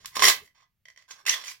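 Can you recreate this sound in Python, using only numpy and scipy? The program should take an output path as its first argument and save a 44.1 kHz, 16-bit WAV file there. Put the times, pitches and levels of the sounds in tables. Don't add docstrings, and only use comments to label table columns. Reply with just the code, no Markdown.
import sys
import numpy as np
from scipy import signal
from scipy.fft import rfft, irfft
from scipy.io import wavfile

SR = 44100
rng = np.random.default_rng(int(sys.argv[2]) if len(sys.argv) > 2 else 0)


def bounce(signal):
    frames = np.transpose(np.atleast_2d(signal))
    limited = np.clip(frames, -1, 1)
    pcm = np.round(limited * 32767).astype(np.int16)
    wavfile.write(sys.argv[1], SR, pcm)


N = 70560
TIME = np.arange(N) / SR
FFT_SIZE = 2 ** 17
HZ = np.maximum(np.fft.rfftfreq(FFT_SIZE, 1 / SR), 1)

# (time [s], level [dB], bass [dB], treble [dB], can drive [dB], blade drive [dB])
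SNAPS = [(0.0462, -56, -18, -17, 25, -19), (0.0568, -31, -42, 4, -23, -34),
         (.157, -33.5, -14.5, 1.5, 1, -5), (0.1669, -27, 13.5, -22.5, 10, -16),
         (0.1932, -22.5, 4, -17, 6, -23), (0.2206, -19, 0, -13, 15.5, -13.5), (0.2404, -14, 7, 3, -14, 1.5),
         (0.2513, -17, 4, 4, -10, -12), (.2642, -20.5, 2, -5.5, -5.5, -8), (0.273, -19, -10.5, -7, 1, -1.5),
         (0.2817, -10.5, -8, -2.5, 0, -14), (0.2984, -15, -6, -11, 3, -8.5),
         (0.475, -66.5, 0, -11.5, 11.5, 10.5), (1.1085, -36, -18.5, -9.5, -10.5, -30.5),
         (1.1185, -45, -10, -5.5, -10.5, -30), (1.2525, -50, -4.5, -6, 14.5, -12),
         (1.2646, -36.5, -10, 1, 10.5, -20), (1.293, -16.5, -15, -4, -36, -18),
         (1.438, -37, -2.5, -24, -4, -8)]
def snaps():
    drive = np.zeros((3, N))
    for start_s, db, bass_db, treble_db, can_db, blade_db in SNAPS:
        force = shelve(contact(start_s), bass_db, treble_db)
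        drive += np.outer(from_db([db, db + can_db, db + blade_db]), force)
    return drive

def contact(start_s, spread_s=0.0008, band_hz=132.5):
    hz = np.fft.rfftfreq(2048, 1 / SR)
    arrivals = rng.gamma(2, size=256)
    group_delay = spread_s * np.interp(hz / band_hz, np.arange(len(arrivals)), arrivals)
    click = irfft(np.exp(-2j * np.pi * np.cumsum(group_delay) * hz[1]))[:len(hz)]
    return np.pad(click * np.sqrt(SR * 0.002), (int(start_s * SR), 0))

# (time [s],
# duration [s], level [dB], swell [dB], bass [dB], treble [dB], can drive [dB], blade drive [dB])
SCRAPES = [(0, 0.042, -62.5, 3, 12, -8, -8, -12), (0.111, 0.056, -68.5, 13.5, -18, -3, 10.5, -2),
           (0.152, 0.018, -42.5, 9, -9, 2, 11.5, -24), (0.198, 0.018, -34, 6.5, 3, -2, 2, -15),
           (0.222, 0.014, -25, 1.5, -0.5, -1, 10.5, -3.5), (0.245, 0.049, -19, 5, -1.5, 0, -11.5, -28.5),
           (0.424, 0.04, -68.5, 3.5, 7.5, 6.5, -19, -5.5), (0.545, 0.09, -73.5, 1, -1, -16, 13, -2),
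           (0.982, 0.05, -61, -8, -2, -14.5, 1.5, -15.5), (1.078, 0.04, -69, 22.5, 1, -5.5, 4, -39.5),
           (1.149, 0.065, -67, 0, 4, -5, 14.5, -33.5), (1.261, 0.081, -28.5, -2.5, -5.5, -4, -13, -17),
           (1.349, 0.081, -46.5, -5.5, 0.5, -7.5, 8, -31), (1.438, 0.08, -45, 3, -6, -1.5, -11, -26)]
def scrapes(slips_per_s=3500, spread_db=3, friction_db=-1.5, attack_share=0.052, release_s=0.005):
    sizes = from_db(spread_db * np.minimum(rng.exponential(1, N), 4)) * rng.choice([-1, 1], N)
    slips = unit_rms(sizes * (rng.random(N) < slips_per_s / SR))
    rubbing = from_db(friction_db) * rng.standard_normal(N)
    chatter = from_db(2 * wander(per_s=270))
    friction = unit_rms((slips + rubbing) * chatter)
    drive = np.zeros((3, N))
    for start_s, length_s, db, swell_db, bass_db, treble_db, can_db, blade_db in SCRAPES:
        age = TIME - start_s
        attack = np.clip(age / (attack_share * length_s), 0, 1)
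        release = np.exp(-np.maximum(age - length_s, 0) / release_s)
        growth = from_db(swell_db * np.clip(age / length_s, 0, 1))
        force = shelve(friction * attack * release * growth, bass_db, treble_db)
        drive += np.outer(from_db([db, db + can_db, db + blade_db]), force)
    return drive

# (frequency [Hz], gain [dB])
WALL_RESPONSE = [(40, -25), (150, -15), (270, -20.5), (450, -5.5), (850, -5.5), (1100, 2), (1350, -1),
                 (2000, 1), (2700, 2), (4000, 5), (5900, 7), (7300, 4), (10000, -2), (15500, -11.5)]
def wall_crackle(force):
    return colour(force, at_hz(WALL_RESPONSE, HZ))

# (frequency [Hz], peak gain [dB], bandwidth [Hz])
CAN_MODES = [(1055, 14.5, 36), (1150, 4, 170), (1583, -1.5, 72), (1690, -1.5, 81), (2150, -0.5, 38),
             (2530, -9, 200), (3460, -7, 360), (4170, -5, 130), (5450, 1.5, 150)]
BLADE_MODES = [(656, 5.7, 80), (1990, 19.1, 140), (3130, 9.5, 120), (4540, 4.7, 200), (5680, 9, 240)]
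def metal_ring(can_force, blade_force):
    ring = 0
    for force, modes in ((can_force, CAN_MODES), (blade_force, BLADE_MODES)):
        for hz, db, width_hz in modes:
            radius = np.exp(-np.pi * width_hz / SR)
            feedforward = np.array([1, 0, -1]) * (1 - radius ** 2) / 2
            feedback = [1, -2 * radius * np.cos(2 * np.pi * hz / SR), radius ** 2]
            drive = force * from_db(db + 0.5 * wander(per_s=54)) + 1e-18
            ring = ring + signal.lfilter(feedforward, feedback, drive)
    return ring

# (centre time [s], duration [s], frequency [Hz], level [dB])
SQUEALS = [(.2545, 0.012, 5413, -18), (0.618, 0.034, 1036, -67), (1.105, .03, 1560, -60),
           (1.115, 0.02, 6250, -44.5), (1.194, 0.016, 1550, -58), (1.273, 0.019, 2650, -35),
           (1.283, 0.0067, 2020, -29.5), (1.296, 0.007, 6110, -18.5), (1.298, 0.0089, 2800, -30.5),
           (1.305, 0.0033, 1863, -30), (1.337, 0.017, 3380, -29.5), (1.332, 0.032, 1934, -35.5),
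           (1.485, 0.012, 2450, -44), (1.487, 0.017, 5950, -41), (1.505, 0.04, 5100, -53)]
def squeals(sag_share=0.025, waver_share=0.05, flutter_db=4):
    sound = 0
    for centre_s, length_s, hz, db in SQUEALS:
        sag = sag_share * np.clip((TIME - centre_s) / length_s, -1, 1)
        pitch = hz * (1 - sag + waver_share * wander(per_s=1200))
        gain = from_db(db + flutter_db * wander(per_s=360))
        sound = sound + gain * bump(centre_s, length_s) * tone(pitch)
    return sound

# (time [s], blade drive [dB], wall and can drive [dB], favoured frequency [Hz])
TAPS = [(0.8538, -48, -61.5, 3700), (0.8836, -49.5, -55, 2290), (.9005, -53.5, -59, 5690),
        (0.9604, -55.5, -63, 2400), (.974, -47.5, -57, 6030), (1.0223, -60.5, -59.5, 2360)]
def taps(favour_db=4, favour_octaves=0.52):
    drive = np.zeros((3, N))
    for start_s, blade_db, wall_db, favoured_hz in TAPS:
        emphasis_db = favour_db * np.exp(-(np.log2(HZ / favoured_hz) / favour_octaves) ** 2)
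        knock = shelve(contact(start_s), bass_db=0, treble_db=-7)
        drive += np.outer(from_db([wall_db, wall_db, blade_db]), colour(knock, emphasis_db))
    return drive

# (centre time [s], duration [s], thud level [dB], cavity level [dB])
PUSHES = [(0.035, 0.27, -63.5, -82), (0.257, 0.099, -48, -35.5), (0.429, 0.03, -61, -56.5),
          (1.298, 0.082, -67.5, -59)]
# (frequency [Hz], relative level [dB])
THUD_SPECTRUM = [(20, -5), (40, 3.5), (90, 3), (150, 1.5), (260, -10.5), (600, -48), (3000, -81.5)]
def hand_pushes(cavity_hz=392.5, waver_share=0.047):
    thud_gain, cavity_gain = sum(np.outer(from_db([thud_db, cavity_db]), bump(centre_s, length_s))
                                 for centre_s, length_s, thud_db, cavity_db in PUSHES)
    cavity = tone(cavity_hz * (1 + waver_share * wander(per_s=120)))
    return cavity_gain * cavity + thud_gain * stereo_noise(THUD_SPECTRUM, side_db=-16.5)

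def room(sound, split_hz=700, tail_db=-5, right_lag_s=0.00004):
    shared_bass = butter(room_tail(), split_hz, "low")
    sides = []
    for lag_s in (0, right_lag_s):
        tail = shared_bass + butter(room_tail(), split_hz, "high")
        path = rfft(near_path(split_hz), FFT_SIZE) + from_db(tail_db) * rfft(tail, FFT_SIZE)
        delay = np.exp(-2j * np.pi * HZ * lag_s)
        sides.append(irfft(rfft(sound, FFT_SIZE) * path * delay)[:N])
    return np.array(sides)

def near_path(split_hz, scatter_db=2.5, decay_s=0.002):
    t = TIME[:SR // 10]
    scatter = butter(rng.standard_normal(len(t)) * np.exp(-t / decay_s), split_hz, "high")
    spectrum = 1 + from_db(scatter_db) * rfft(scatter / np.linalg.norm(scatter))
    for _ in range(6):
        path = irfft(spectrum / np.abs(spectrum), len(t))[:len(t) // 2]
        spectrum = rfft(path, len(t))
    return path

# (frequency [Hz], reverberation time [s])
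ROOM_T60 = [(150, 0.4), (400, 0.22), (1000, 0.2), (2500, 0.21), (6000, 0.16), (14000, 0.19)]
def room_tail(gap_s=0.0018, build_s=0.0055):
    t = TIME[:SR // 2]
    noise, hz = rfft(rng.standard_normal(len(t))), np.fft.rfftfreq(len(t), 1 / SR)
    centres, t60s = np.transpose(ROOM_T60)
    tail = 0
    for share, t60 in zip(np.eye(len(t60s)), t60s):
        band = irfft(noise * np.interp(hz, centres, share), len(t))
        tail = tail + band * from_db(-60 * t / t60)
    tail *= 1 - np.exp(-np.maximum(t - gap_s, 0) / build_s)
    return tail / np.linalg.norm(tail)

# (frequency [Hz], relative level [dB])
AIR_SPECTRUM = [(20, -5.5), (60, -1.5), (135, -0.5), (320, -21.5), (750, -28), (2000, -30.5), (16000, -36)]
def still_air(level_db=-77.5):
    return from_db(level_db) * stereo_noise(AIR_SPECTRUM, side_db=-7.0)

def stereo_noise(spectrum, side_db):
    mid, side = rng.standard_normal((2, N))
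    return unit_rms(colour(mid + from_db(side_db) * np.array([side, -side]), at_hz(spectrum, HZ)))

def from_db(db):
    return 10 ** (np.asarray(db) / 20)

def unit_rms(x):
    return x / np.sqrt(np.mean(x ** 2) + 1e-20)

def at_hz(points, hz):
    frequencies, values = np.transpose(points)
    return np.interp(np.log(hz), np.log(frequencies), values)

def colour(x, db):
    cepstrum = irfft(np.log(from_db(db)))
    cepstrum[1:FFT_SIZE // 2] *= 2
    cepstrum[FFT_SIZE // 2 + 1:] = 0
    return irfft(rfft(x, FFT_SIZE) * np.exp(rfft(cepstrum)))[..., :N]

def shelve(x, bass_db, treble_db, bass_hz=540, treble_hz=7800):
    low = 1 / (1 + (HZ / bass_hz) ** 4)
    high = 1 / (1 + (treble_hz / HZ) ** 7)
    return colour(x, bass_db * low + treble_db * high)

def butter(x, hz, kind):
    return signal.sosfilt(signal.butter(2, hz, kind, fs=SR, output="sos"), x)

def wander(per_s):
    return unit_rms(np.interp(TIME * per_s, np.arange(N), rng.standard_normal(N)))

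def bump(centre_s, length_s):
    return np.exp(-(2 * (TIME - centre_s) / length_s) ** 2)

def tone(hz):
    return np.sqrt(2) * np.sin(2 * np.pi * np.cumsum(hz) / SR)

def scene():
    wall_force, can_force, blade_force = snaps() + taps() + scrapes()
    metal = wall_crackle(wall_force) + metal_ring(can_force, blade_force) + squeals()
    return room(metal) + hand_pushes() + still_air()

# (frequency [Hz], gain [dB])
LEFT_RESPONSE = [(300, -3), (800, -2), (1050, -5), (1300, -6.5), (1900, 1), (4400, -3), (6500, -4.5),
                 (8500, 0), (15000, 7.5)]
RIGHT_RESPONSE = [(300, -3.5), (800, -2.5), (1100, 2.5), (2400, 5.5), (4400, 4), (6200, 1.5), (8000, 0),
                  (9200, -19.5), (10500, 1.5), (13000, 5)]
def record(dry, ceiling=0.86, cutoff_hz=15900):
    ports = (LEFT_RESPONSE, RIGHT_RESPONSE)
    coloured = np.array([colour(side, at_hz(port, HZ)) for side, port in zip(dry, ports)])
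    rounded = ceiling * np.tanh(coloured / ceiling)
    return signal.sosfilt(signal.ellip(10, 0.2, 80, cutoff_hz, fs=SR, output="sos"), rounded)

dry = scene()
out = record(dry)
bounce(out)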